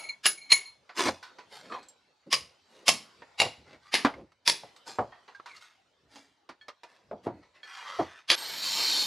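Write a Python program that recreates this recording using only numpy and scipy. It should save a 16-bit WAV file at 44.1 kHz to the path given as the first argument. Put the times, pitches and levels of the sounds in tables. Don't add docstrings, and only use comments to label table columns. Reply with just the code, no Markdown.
import sys
import numpy as np
from scipy import signal
from scipy.fft import rfft, irfft, next_fast_len
from scipy.io import wavfile
from scipy.ndimage import uniform_filter1d

SR = 44100
rng = np.random.default_rng(int(sys.argv[2]) if len(sys.argv) > 2 else 0)


def put_to_file(sound):
    columns = np.atleast_2d(sound).T
    safe = np.clip(columns, -1, 1)
    whole_steps = np.round(safe * 32767)
    wavfile.write(sys.argv[1], SR, whole_steps.astype(np.int16))


N = 399546
TIME = np.arange(N) / SR
LEAD = round(.04 * SR)
AGE = np.arange(-LEAD, 32768 - LEAD) / SR
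TOOL_ON_S = 8.352

# start in seconds, level, bass and treble in dB, rebound delay in seconds,
# rebound and tail levels in dB, then three resonances, each as pitch in Hz and relative boost in dB.
HAMMER_BLOWS = [(0.2565, -16, -11, 0, 0.0083, -3, -27, 1670, 6.5, 2825, 4.5, 10070, 7.7),
                (0.518, -17.5, -8, -1.5, 0.0078, 1, -17, 2230, 6, 4380, 5, 6760, 26),
                (2.3275, -16.5, -4.5, 1.5, 0.012, -4.5, -18, 1146, 6, 2290, 3.9, 4877, 12),
                (2.8807, -12, 3, 6.5, 0.0092, -1, -17, 2718, 10, 5190, 5.2, 7240, 12.6),
                (3.4006, -15, -7, -3.5, 0.017, -3, -14.5, 792, 7.3, 2825, 14.6, 7140, 8.7),
                (3.9404, -17, -0.5, -4, .0115, -4, -10.5, 2040, 2.5, 4850, 3.7, 10640, 12),
                (4.4763, -14, 1, 5.5, 0.021, -3, -15, 951, 6, 4590, 5.6, 10720, 10),
                (8.3011, -13.5, -7.5, -3.5, 0.013, -17, -6.5, 3340, 9, 4526, 7.9, 10360, 8.7)]
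# frequency in Hz, level in dB.
CRACK_TONE = [(40, -35.5), (150, -13.5), (400, -5.5), (900, -1.5), (1400, -6), (2200, 1.5), (3000, 0),
              (5000, -0.5), (6300, -8.5), (9000, -16.5), (10600, -15), (12300, -30), (14500, -27.5),
              (16000, -52)]
# frequency in Hz, time to fall 60 dB in seconds.
CRUMBLE_DECAY = [(150, 0.36), (700, 0.17), (3000, 0.13), (10000, 0.22), (15000, 0.13)]
# pitch in Hz, width in Hz, relative boost in dB.
BAR_PEAKS = [(10450, 400, 6.5), (16000, 600, 8.5)]
# start in seconds, low, middle and high mode levels in dB,
# ring time factor.
CHISEL_CLINKS = [(-0.01, -42.5, -47.5, -43, 1.26), (0.035, -38, -42.5, -50.5, 1.06),
                 (0.087, -29, -30, -49, 0.65), (0.2615, -33.5, -37.5, -16.5, 0.95),
                 (0.375, -41, -51.5, -47.5, 0.66), (0.41, -48.5, -49, -62, 2.4),
                 (0.502, -32, -22.5, -36, 0.87), (0.519, -17, -4.5, -19.5, 0.41),
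                 (0.5235, -21, -31, -22.5, 1.04), (0.653, -53.5, -43, -55, 1.4)]
# pitch in Hz, relative level in dB, base ring time in seconds.
CHISEL_MODES = [(2211, -4.5, 0.26), (2310, -3.5, 0.1), (2808, -12, 0.05), (4197, 0, 0.16), (6280, -19, .16),
                (6704, -10, .17), (6840, -16.5, 0.19), (8770, -15.5, 0.078), (9407, -14, .18),
                (10130, -2, 0.16), (11450, -24.5, .14), (12000, -20.5, 0.053), (12850, -25.5, .07),
                (14075, -21.5, .15)]

# start in seconds, level, bass and treble in dB, pitch factor,
# decay factor, lead-in level in dB.
BLOCK_KNOCKS = [(1.064, -29, 2, 9, 1.18, 0.63, -4), (1.092, -29.5, -1, 4, 1.58, 0.81, 5),
                (3.417, -25.5, -2, -7, 1.67, 0.98, -4.5), (3.462, -29.5, -7, -21.5, 2.04, 0.61, -1.5),
                (4.048, -13, -13, 12.5, 0.85, 0.78, -36.5), (4.632, -41.5, -4.5, -1, 1.66, 0.95, -13),
                (4.986, -16, -7.5, -9, 1.78, 0.85, -35.5), (7.1121, -34, -2.5, -3.5, 1.7, 0.7, -40.5),
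                (7.131, -36, 2, -22, 1.33, 1.08, -29), (7.2678, -27.5, 1.5, -1, 1.03, 1.09, -6.5),
                (7.996, -19, -5, -6, 0.99, 0.81, -6)]
# frequency in Hz, level in dB.
THUD_TONE = [(30, -43), (70, -12), (110, -3.5), (160, -6.5), (300, -2.5), (700, 3.5), (1100, -5),
             (1600, -16), (2500, -25), (4500, -32.5), (8000, -49), (15000, -65)]
# frequency in Hz, base decay time in seconds.
THUD_DECAY = [(70, 0.29), (250, 0.19), (800, 0.16), (3000, 0.13), (10000, .11)]
# base pitch in Hz, level in dB, base ring time in seconds.
BLOCK_MODES = [(274.6, -6.5, .11), (334.8, -3, 0.13), (427.8, -3.5, 0.054), (654, -13.5, 0.025),
               (943, -16.5, .07), (1240, -24, 0.02)]

# time in seconds, relative level in dB.
DISC_LOAD = [(8.37, -49.5), (8.38, -43), (8.618, -38.5), (8.64, -34), (8.844, -29.5), (9.022, -29.5),
             (9.05, -34)]
# time in seconds, whine pitch in Hz.
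MOTOR_WHINE = [(8.35, 11420), (8.44, 11890), (8.56, 12290), (8.62, 12340), (8.7, 12170), (8.91, 11290),
               (9.06, 11020)]
# frequency in Hz, level in dB.
GRIND_TONE = [(30, -40), (100, -27), (300, -13.5), (900, -12), (1800, -9), (2600, -11), (4300, -8),
              (5200, -8.5), (7500, -18.5), (8300, -23), (10500, -25), (11500, -22.5), (14000, -35.5),
              (15800, -35)]
# pitch in Hz, width in Hz, boost or cut in dB.
DISC_PEAKS = [(890, 59, 8), (3120, 96, -8), (3700, 180, 7), (4103, 69, 11), (4533, 52, 8), (5530, 55, 7),
              (6860, 200, 9), (7510, 210, 8), (8310, 170, 6), (9140, 250, 6), (13600, 280, 11),
              (14300, 250, 16)]
# pitch in Hz, relative level in dB.
DISC_TONES = [(3122, -39.5), (4183, -38.5), (4317, -34.5), (4587, -39), (5259, -59)]
# peak time in seconds, boost in dB.
DISC_SNAGS = [(8.816, 6.5), (8.955, 3)]

# start, length and time to fall 20 dB in seconds,
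# then level, bass and treble in dB.
SCRAPE_STROKES = [(0.961, 0.054, 0.11, -28.5, 6, 2.5), (1.026, 0.065, 0.021, -26, 10, 0),
                  (1.497, 0.077, 0.11, -48.5, 9, 4.5), (1.599, 0.12, 0.036, -51, 22, -6),
                  (1.711, 0.03, 0.11, -42, 15, -9.5), (2.264, 0.014, 0.045, -45, 45, -1),
                  (2.675, 0.13, 0.1, -61, 10, 5.5), (3.644, .10, 0.052, -53, 17, -12),
                  (3.802, 0.11, .07, -58.5, -2, -3.5), (4.142, 0.072, .05, -47.5, 38, -11),
                  (4.858, 0.036, 0.13, -43.5, 10, 3), (5.47, .048, 0.083, -56, -17, -2),
                  (5.54, 0.034, 0.085, -56, -28, 2), (5.604, 0.026, 0.13, -53, -25, -4),
                  (6.09, 0.1, 0.16, -56, 14.5, 4.5), (6.853, 0.1, 0.13, -62, 7, -2.5),
                  (7.228, 0.026, 0.039, -52, 25, -1.5), (7.284, 0.1, 0.08, -56, 28, -30),
                  (7.411, 0.041, 0.063, -61.5, 4, -17), (7.537, 0.031, 0.082, -58, -5, -11),
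                  (7.635, 0.16, 0.2, -45.5, -41, -7), (7.775, .23, 0.15, -42.5, -9.5, -9.5),
                  (8.003, 0.2, 0.066, -55.5, -14, -11)]
# frequency in Hz, level in dB.
RASP_TONE = [(40, -30.5), (150, -18.5), (400, -4), (700, -0.5), (1100, 1), (2000, 0), (3000, -5.5),
             (4300, -3.5), (7000, -12.5), (11000, -22.5), (13000, -32), (16000, -43)]
# start and length in seconds, first and last pitch in Hz, level in dB.
EDGE_DRAGS = [(1.23, 0.11, 1570, 1330, -62), (1.7, 0.092, 1250, 966, -40), (2.717, 0.17, 486, 445.2, -60.5),
              (3.044, .14, 1157, 1080, -65), (5.471, 0.092, 2550, 1990, -55), (7.666, 0.1, 1616, 1240, -59),
              (7.758, .09, 1183, 890, -51.5), (7.85, 0.13, 1062, 1306, -44.5)]
# start in seconds, tick level, bass and treble in dB,
# ring pitch in Hz, ring level in dB, decay factor.
STONE_TAPS = [(0.892, -44.5, -7, -14, 1484, -58, 1.4), (1.227, -44, -25, 3.5, 1488, -49, 2.3),
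              (1.385, -45.5, 6.5, -3, 985, -50.5, 1.53), (1.7205, -37.5, 4, -27, 1206, -48, 1.7),
              (1.828, -54.5, -4, 9, 7850, -64, 1.2), (1.8844, -54.5, 2, 44, 7560, -48.5, 0.88),
              (3.22, -44, 8, -16, 945, -48, 0.76), (4.138, -45, -11, -14, 2120, -44, 0.54),
              (4.319, -59, -6, 4, 2186, -67, 0.62), (4.762, -53.5, -16, 12, 7970, -69, 1.2),
              (5.120, -51, -5, -24.5, 3256, -65, 2.9), (5.2785, -48.5, 0.5, -9, 1004, -59, 1.86),
              (5.348, -53, -19, 2, 1608, -43, 1), (5.398, -42, 5, -19, 1310, -41.5, 0.37),
              (5.459, -43, -14, -0.5, 956, -49, 1.4), (5.563, -53, -9, 17, 4420, -51.5, 0.85),
              (6.157, -48.5, 12, 9, 990, -62, 1.36), (6.4902, -41, 15.5, -1.5, 1240, -56, 1.14),
              (6.6824, -36.5, 5.5, -1.5, 1885, -52, 0.81), (6.8333, -45, 4.5, 0.5, 953, -47.5, 1.1)]
# frequency in Hz, level in dB.
TICK_TONE = [(40, -21.5), (150, -13), (400, 3), (1000, 10.5), (1800, 5.5), (3000, -1.5), (4500, 2),
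             (7000, -11.5), (11000, -25), (16000, -38)]
# frequency in Hz, base decay time in seconds.
TICK_DECAY = [(200, 0.11), (1500, .13), (10000, 0.091)]
# start in seconds, ring level in dB, tick level in dB.
TOOL_NUDGES = [(6.611, -56, -63.5), (7.6306, -49, -51)]
# pitch in Hz, relative level in dB, ring time in seconds.
SMALL_TOOL_MODES = [(1480, -6, .1), (1750, 1.5, 0.23), (2250, -5.5, .12), (2540, -14, .09),
                    (3280, 4.5, 0.085), (4330, -2, 0.14)]
# start in seconds, relative level in dB.
SOFT_BUMPS = [(1.63, -68), (2.36, -53), (3.57, -52.5), (3.72, -57.5), (4.12, -51.5), (4.23, -62.5),
              (6.022, -61), (7.04, -59), (7.329, -53)]
# frequency in Hz, level in dB.
BUMP_TONE = [(30, -21.5), (75, 3.5), (160, -7.5), (400, -12.5), (800, -20.5), (2000, -35), (15000, -56.5)]

# time in seconds, relative level in dB.
BUSTLE_LEVEL = [(0, -47), (.2, -63.5), (.62, -59.5), (.78, -66), (1.25, -60.5), (1.8, -61.5), (2.15, -69),
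                (3.1, -59), (3.7, -64.5), (4.4, -73), (4.7, -58.5), (5.65, -66.5), (5.9, -69.5),
                (6.45, -72), (6.8, -69.5), (6.95, -69.5), (7.45, -67.5), (8.26, -71)]
# frequency in Hz, level in dB.
BUSTLE_TONE = [(25, -26.5), (75, -3), (200, -6), (450, -1), (1000, -2), (2000, -8.5), (4500, -9),
               (7000, -19), (10000, -30), (15500, -43.5)]
# frequency in Hz, gain in dB.
YARD_EQ = [(60, -13), (150, -22.5), (500, -32.5), (1500, -31.5), (4000, -33), (12000, -39.5)]
# frequency in Hz, side gain in dB.
SIDE_EQ = [(40, -14), (120, -17), (280, -22), (550, -23), (1100, -15.5), (4000, -16.5), (9000, -11),
           (15000, -14.5)]


def hammer(crumble_db=-3.5, swell_s=0.029, swell_db=-28, tail_t60=0.35, ring_width_hz=200, ring_db=-17):
    out = np.zeros(N)
    for s, db, bass_db, treble_db, gap_s, rebound_db, tail_db, *rings in HAMMER_BLOWS:
        peaks = [(hz, ring_width_hz, boost) for hz, boost in zip(rings[::2], rings[1::2])] + BAR_PEAKS
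        body_db = resonances(peaks, len(AGE), ripple_db=4.2, ripple_hz=85)
        snap = coloured(noise(), CRACK_TONE, bass_db, treble_db, 0.89 * body_db)
        contact = 1.6 * (decay(.025, rise=.0003) + amp(rebound_db) * decay(.025, gap_s, rise=.0003))
        swell = coloured(noise(), CRACK_TONE, bass_db - 10, treble_db - 0.5, body_db) * lead_in(swell_s)
        grains = grit(len(AGE), per_s=5000, spread_db=1.4, smooth=0.35)
        grains = coloured(grains, CRACK_TONE, bass_db, treble_db, 1.1 * body_db)
        crumble = amp(crumble_db) * band_decay(grains, CRUMBLE_DECAY)
        tail = coloured(noise(), CRACK_TONE, bass_db - 0.5, treble_db - 2.5, .8 * body_db)
        tail *= amp(tail_db) * decay(tail_t60, rise=0.0067)
        steel = sum(amp(ring_db + boost / 2 + curve(CRACK_TONE, hz)) * ring(hz, t60=.14)
                    for hz, _, boost in peaks)
        add(out, s, amp(db) * (snap * contact + crumble + tail + steel) + amp(swell_db) * swell)
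    return out * until_tool()


def chisel(min_split_hz=24, twin_gain=.45, graze_s=0.0053, chatter=0.28):
    out = np.zeros(N)
    for s, low_db, middle_db, high_db, stretch in CHISEL_CLINKS:
        grip = [(2200, low_db), (4200, middle_db), (6500, (low_db + high_db) / 2), (10000, high_db)]
        rise, rough = (.0015, 0) if max(middle_db, high_db) > -20 else (graze_s, chatter)
        for hz, db, t60 in CHISEL_MODES:
            twin_hz = hz + min_split_hz * rng.choice([-1, 1]) * (1 + rng.random())
            pair = ring(hz, t60 * stretch, rise) + twin_gain * ring(twin_hz, t60 * stretch, 2 * rise)
            flutter = 1 + rough * quiver(len(AGE), width_hz=190).real
            add(out, s, amp(db + curve(grip, hz)) * pair * flutter)
    return out


def knocks(modes_db=-3, body_db=-2, rumble_db=-25, click_db=-3):
    out = np.zeros(N)
    for s, db, bass_db, treble_db, pitch, stretch, lead_db in BLOCK_KNOCKS:
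        stack_db = resonances([], len(AGE), ripple_db=2, ripple_hz=70)
        body = coloured(noise(), THUD_TONE, bass_db, treble_db, stack_db, treble_hz=694)
        thud = amp(body_db) * band_decay(body, THUD_DECAY, stretch, rise=0.0015)
        thud += amp(lead_db) * body * lead_in(0.013)
        modes = sum(amp(mode_db) * ring(hz * pitch, t60 * stretch) for hz, mode_db, t60 in BLOCK_MODES)
        rumble = coloured(noise(), THUD_TONE, bass_db + 2.5, treble_db - 8.5) * decay(.35, rise=0.014)
        click = coloured(noise(), THUD_TONE, bass_db - 8, treble_db - 5, treble_hz=700)
        click *= amp(click_db) * decay(.015, rise=.0002)
        add(out, s, amp(db) * (click + thud + amp(modes_db) * modes + amp(rumble_db) * rumble))
    return out


def power_tool(grind_db=-1.5, body_db=-43.5, rush_db=-42, whine_db=-53.5, sing_db=-3,
               throb_depth=0.065, cycles_per_turn=64):
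    times, levels_db = np.transpose(DISC_LOAD)
    cut_db = np.interp(TIME, times, levels_db)
    load_db = cut_db - levels_db.max()
    snag_db = sum(db * np.exp(-((TIME - s) / 0.052) ** 2) for s, db in DISC_SNAGS)
    waver, shake = (unit_rms(uniform_filter1d(rng.standard_normal(N), size=160)) for _ in range(2))
    whine_hz = np.interp(TIME, *np.transpose(MOTOR_WHINE)) * (1 + .003 * waver)
    whine_phase = 2 * np.pi * np.cumsum(whine_hz) / SR
    disc_db = resonances(DISC_PEAKS, N, ripple_db=1.2, ripple_hz=60)
    grains = patchy(grit(N, per_s=6000, spread_db=1.8, smooth=1), patch_db=3.2, frames=16, bins=3)
    grains = coloured(grains, GRIND_TONE, extra_db=disc_db)
    body, grind, rush = (unit_rms(band) for band in bands(grains, [1500, 4500, 10500]))
    throb = 1 + throb_depth * np.cos(whine_phase / cycles_per_turn)
    out = throb * grind * amp(grind_db + cut_db)
    out += body * amp(body_db + 0.17 * load_db + snag_db)
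    out += rush * amp(rush_db + 0.91 * load_db)
    out += amp(whine_db) * (1 + .5 * shake) * np.sqrt(2) * np.sin(whine_phase)
    for hz, db in DISC_TONES:
        tone = 2 * (quiver(N, width_hz=18.7) * np.exp(2j * np.pi * hz * TIME)).real
        out += amp(db + sing_db + 1.2 * load_db) * tone
    add(out, 8.378, amp(-46) * ring(hz=8480, t60=0.56, rise=0.0054))
    return out * np.clip((TIME - TOOL_ON_S) / 0.014, 0, 1)


def scrapes(press_share=.5):
    out = np.zeros(N)
    for s, length, fall, db, bass_db, treble_db in SCRAPE_STROKES:
        press_db = -20 * np.maximum(1 - AGE / (press_share * length), 0) ** 1.5
        release_db = -20 * np.maximum(AGE - length, 0) / fall
        sand = patchy(grit(len(AGE), per_s=3000, spread_db=3, smooth=.7), patch_db=2.5)
        block_db = resonances([], len(AGE), ripple_db=5, ripple_hz=70.04)
        rasp = coloured(sand, RASP_TONE, bass_db, treble_db, block_db)
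        add(out, s, amp(db + press_db + release_db) * rasp)
    return out


def drags():
    out = np.zeros(N)
    for s, length, start_hz, end_hz, db in EDGE_DRAGS:
        travel = np.clip(AGE / length, 0, 1)
        glide = np.exp(2j * np.pi * np.cumsum(start_hz + (end_hz - start_hz) * travel) / SR)
        arch = np.sqrt(8 * travel * (1 - travel))
        add(out, s, amp(db) * arch * (glide * quiver(len(AGE), width_hz=110)).real)
    return out


def taps():
    out = np.zeros(N)
    for s, db, bass_db, treble_db, hz, ring_db, stretch in STONE_TAPS:
        stone_db = resonances([], len(AGE), ripple_db=3, ripple_hz=102)
        stone = coloured(noise(), TICK_TONE, bass_db, treble_db, stone_db)
        tick = band_decay(stone, TICK_DECAY, stretch, rise=.0006)
        add(out, s, amp(db) * tick + amp(ring_db) * ring(hz, .11 * stretch))
    return out


def jingles():
    out = np.zeros(N)
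    for s, ring_db, tick_db in TOOL_NUDGES:
        tick = band_decay(coloured(noise(), TICK_TONE, treble_db=8), TICK_DECAY, stretch=1.5)
        steel = sum(amp(ring_db + db) * ring(hz, t60) for hz, db, t60 in SMALL_TOOL_MODES)
        add(out, s, amp(tick_db) * tick + steel)
    return out


def bumps():
    out = np.zeros(N)
    for s, db in SOFT_BUMPS:
        add(out, s, 2 * amp(db) * coloured(noise(), BUMP_TONE) * decay(t60=0.3, rise=0.048))
    return out


def bustle(rustle_db=-3, rumble_db=-83, rumble_follow=0.63):
    db = np.interp(TIME, *np.transpose(BUSTLE_LEVEL))
    wash = patchy(rng.standard_normal(N), patch_db=4, frames=14)
    rumble, rustle = (unit_rms(band) for band in bands(coloured(wash, BUSTLE_TONE), [130, 500]))
    return rustle * amp(rustle_db + db) + rumble * amp(rumble_db + rumble_follow * (db - db.mean()))


def walls(x, t60, predelay_s):
    tail = coloured(noise(), [(100, 2.0), (4000, -0.5), (14000, 2)]) * decay(t60, predelay_s)
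    return signal.fftconvolve(x, tail[LEAD:] / np.linalg.norm(tail))[:N]


def ring(hz, t60, rise=0.0011):
    return np.sqrt(2) * np.sin(2 * np.pi * (hz * AGE + rng.random())) * decay(t60, rise=rise)


def noise():
    return rng.standard_normal(len(AGE))


def grit(size, per_s, spread_db, smooth):
    grains = rng.standard_normal(size) * (rng.random(size) < per_s / SR)
    grains *= amp(spread_db * np.minimum(rng.exponential(1, size), 4))
    return unit_rms(grains) + smooth * rng.standard_normal(size)


def quiver(size, width_hz):
    slow = signal.lfilter(*signal.butter(2, width_hz, fs=SR), rng.standard_normal((2, size)))
    return (unit_rms(slow[0]) + 1j * unit_rms(slow[1])) / np.sqrt(2)


def resonances(peaks, size, ripple_db, ripple_hz):
    hz = np.fft.rfftfreq(size, 1 / SR)
    ripple = np.interp(hz / ripple_hz, np.arange(800), rng.standard_normal(800))
    return ripple_db * ripple + sum(db / (1 + (2 * (hz - f) / width) ** 2) for f, width, db in peaks)


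def patchy(x, patch_db, frames=9, bins=5):
    spectra = signal.stft(x, nperseg=1024, noverlap=768)[2]
    patches = uniform_filter1d(rng.standard_normal(spectra.shape), bins, axis=0)
    patches = unit_rms(uniform_filter1d(patches, frames, axis=1))
    mottled = signal.istft(spectra * amp(patch_db * patches), nperseg=1024, noverlap=768)[1]
    return unit_rms(mottled[:len(x)])


def decay(t60, delay=0, rise=0.0039):
    age = np.maximum(AGE - delay, 0)
    return (1 - np.exp(-age / rise)) * np.exp(-np.log(1000) * age / t60)


def band_decay(x, t60s, stretch=1, rise=0.0036):
    centres, times = np.transpose(t60s)
    return sum(band * decay(t60 * stretch, rise=rise) for band, t60 in zip(bands(x, centres), times))


def lead_in(length_s):
    return np.clip(1 + AGE / length_s, 0, 1) ** 2 * np.exp(-np.maximum(AGE, 0) / 0.0013)


def until_tool():
    return np.clip(1 + (TOOL_ON_S - TIME) / 0.0057, 0, 1)


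def coloured(x, tone, bass_db=0, treble_db=0, extra_db=0, treble_hz=2000):
    hz = np.fft.rfftfreq(len(x), 1 / SR)
    bass = curve([(300, bass_db), (1200, 0)], hz)
    treble = curve([(treble_hz, 0), (4 * treble_hz, treble_db)], hz)
    return unit_rms(irfft(rfft(x) * amp(curve(tone, hz) + bass + treble + extra_db), len(x)))


def filtered(x, gains):
    size = next_fast_len(len(x) + LEAD)
    return irfft(rfft(x, size) * amp(curve(gains, np.fft.rfftfreq(size, 1 / SR))), size)[:len(x)]


def bands(x, centres):
    hz, spectrum = np.fft.rfftfreq(len(x), 1 / SR), rfft(x)
    return [irfft(spectrum * curve(list(zip(centres, solo)), hz), len(x))
            for solo in np.eye(len(centres))]


def curve(points, hz):
    f, value = np.transpose(points)
    return np.interp(np.log(hz + 1), np.log(f + 1), value)


def amp(db):
    return 10 ** (np.asarray(db) / 20)


def unit_rms(x):
    return x / np.sqrt(np.mean(x ** 2) + 1e-20)


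def add(mix, s, sound):
    start = round(s * SR) - LEAD
    sound = sound[max(-start, 0):]
    part = mix[max(start, 0):][:len(sound)]
    part += sound[:len(part)]


def scene(room_db=-25, tick_pan=0.094, rubbing_side_db=-5, bustle_width=.5):
    ticks = taps() + jingles()
    hits = hammer() + chisel() + knocks() + ticks + bumps()
    rubbing, wash = scrapes() + drags(), bustle()
    work = hits + rubbing
    echo = amp(room_db) * walls(work, t60=0.25, predelay_s=.012)
    echo += filtered(walls(work, t60=0.21, predelay_s=.03), YARD_EQ)
    mid = work + echo + wash + power_tool()
    side = filtered(walls(hits + amp(rubbing_side_db) * rubbing, t60=.09, predelay_s=.0005), SIDE_EQ)
    side += bustle_width * walls(wash, t60=.1, predelay_s=.002) - tick_pan * ticks
    side *= until_tool()
    return np.array([mid + side, mid - side]) * amp([[-.1], [.1]])


def record(dry, low_cut_hz=48, ceiling=.8, high_cut_hz=15800):
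    thin = signal.sosfilt(signal.butter(2, low_cut_hz, "high", fs=SR, output="sos"), dry)
    rounded = thin / (1 + (thin / ceiling) ** 6) ** (1 / 6)
    high_cut = signal.firwin(511, high_cut_hz, window=("kaiser", 9), fs=SR)
    return signal.oaconvolve(rounded, high_cut[None], "same")


dry = scene()
out = record(dry)
put_to_file(out)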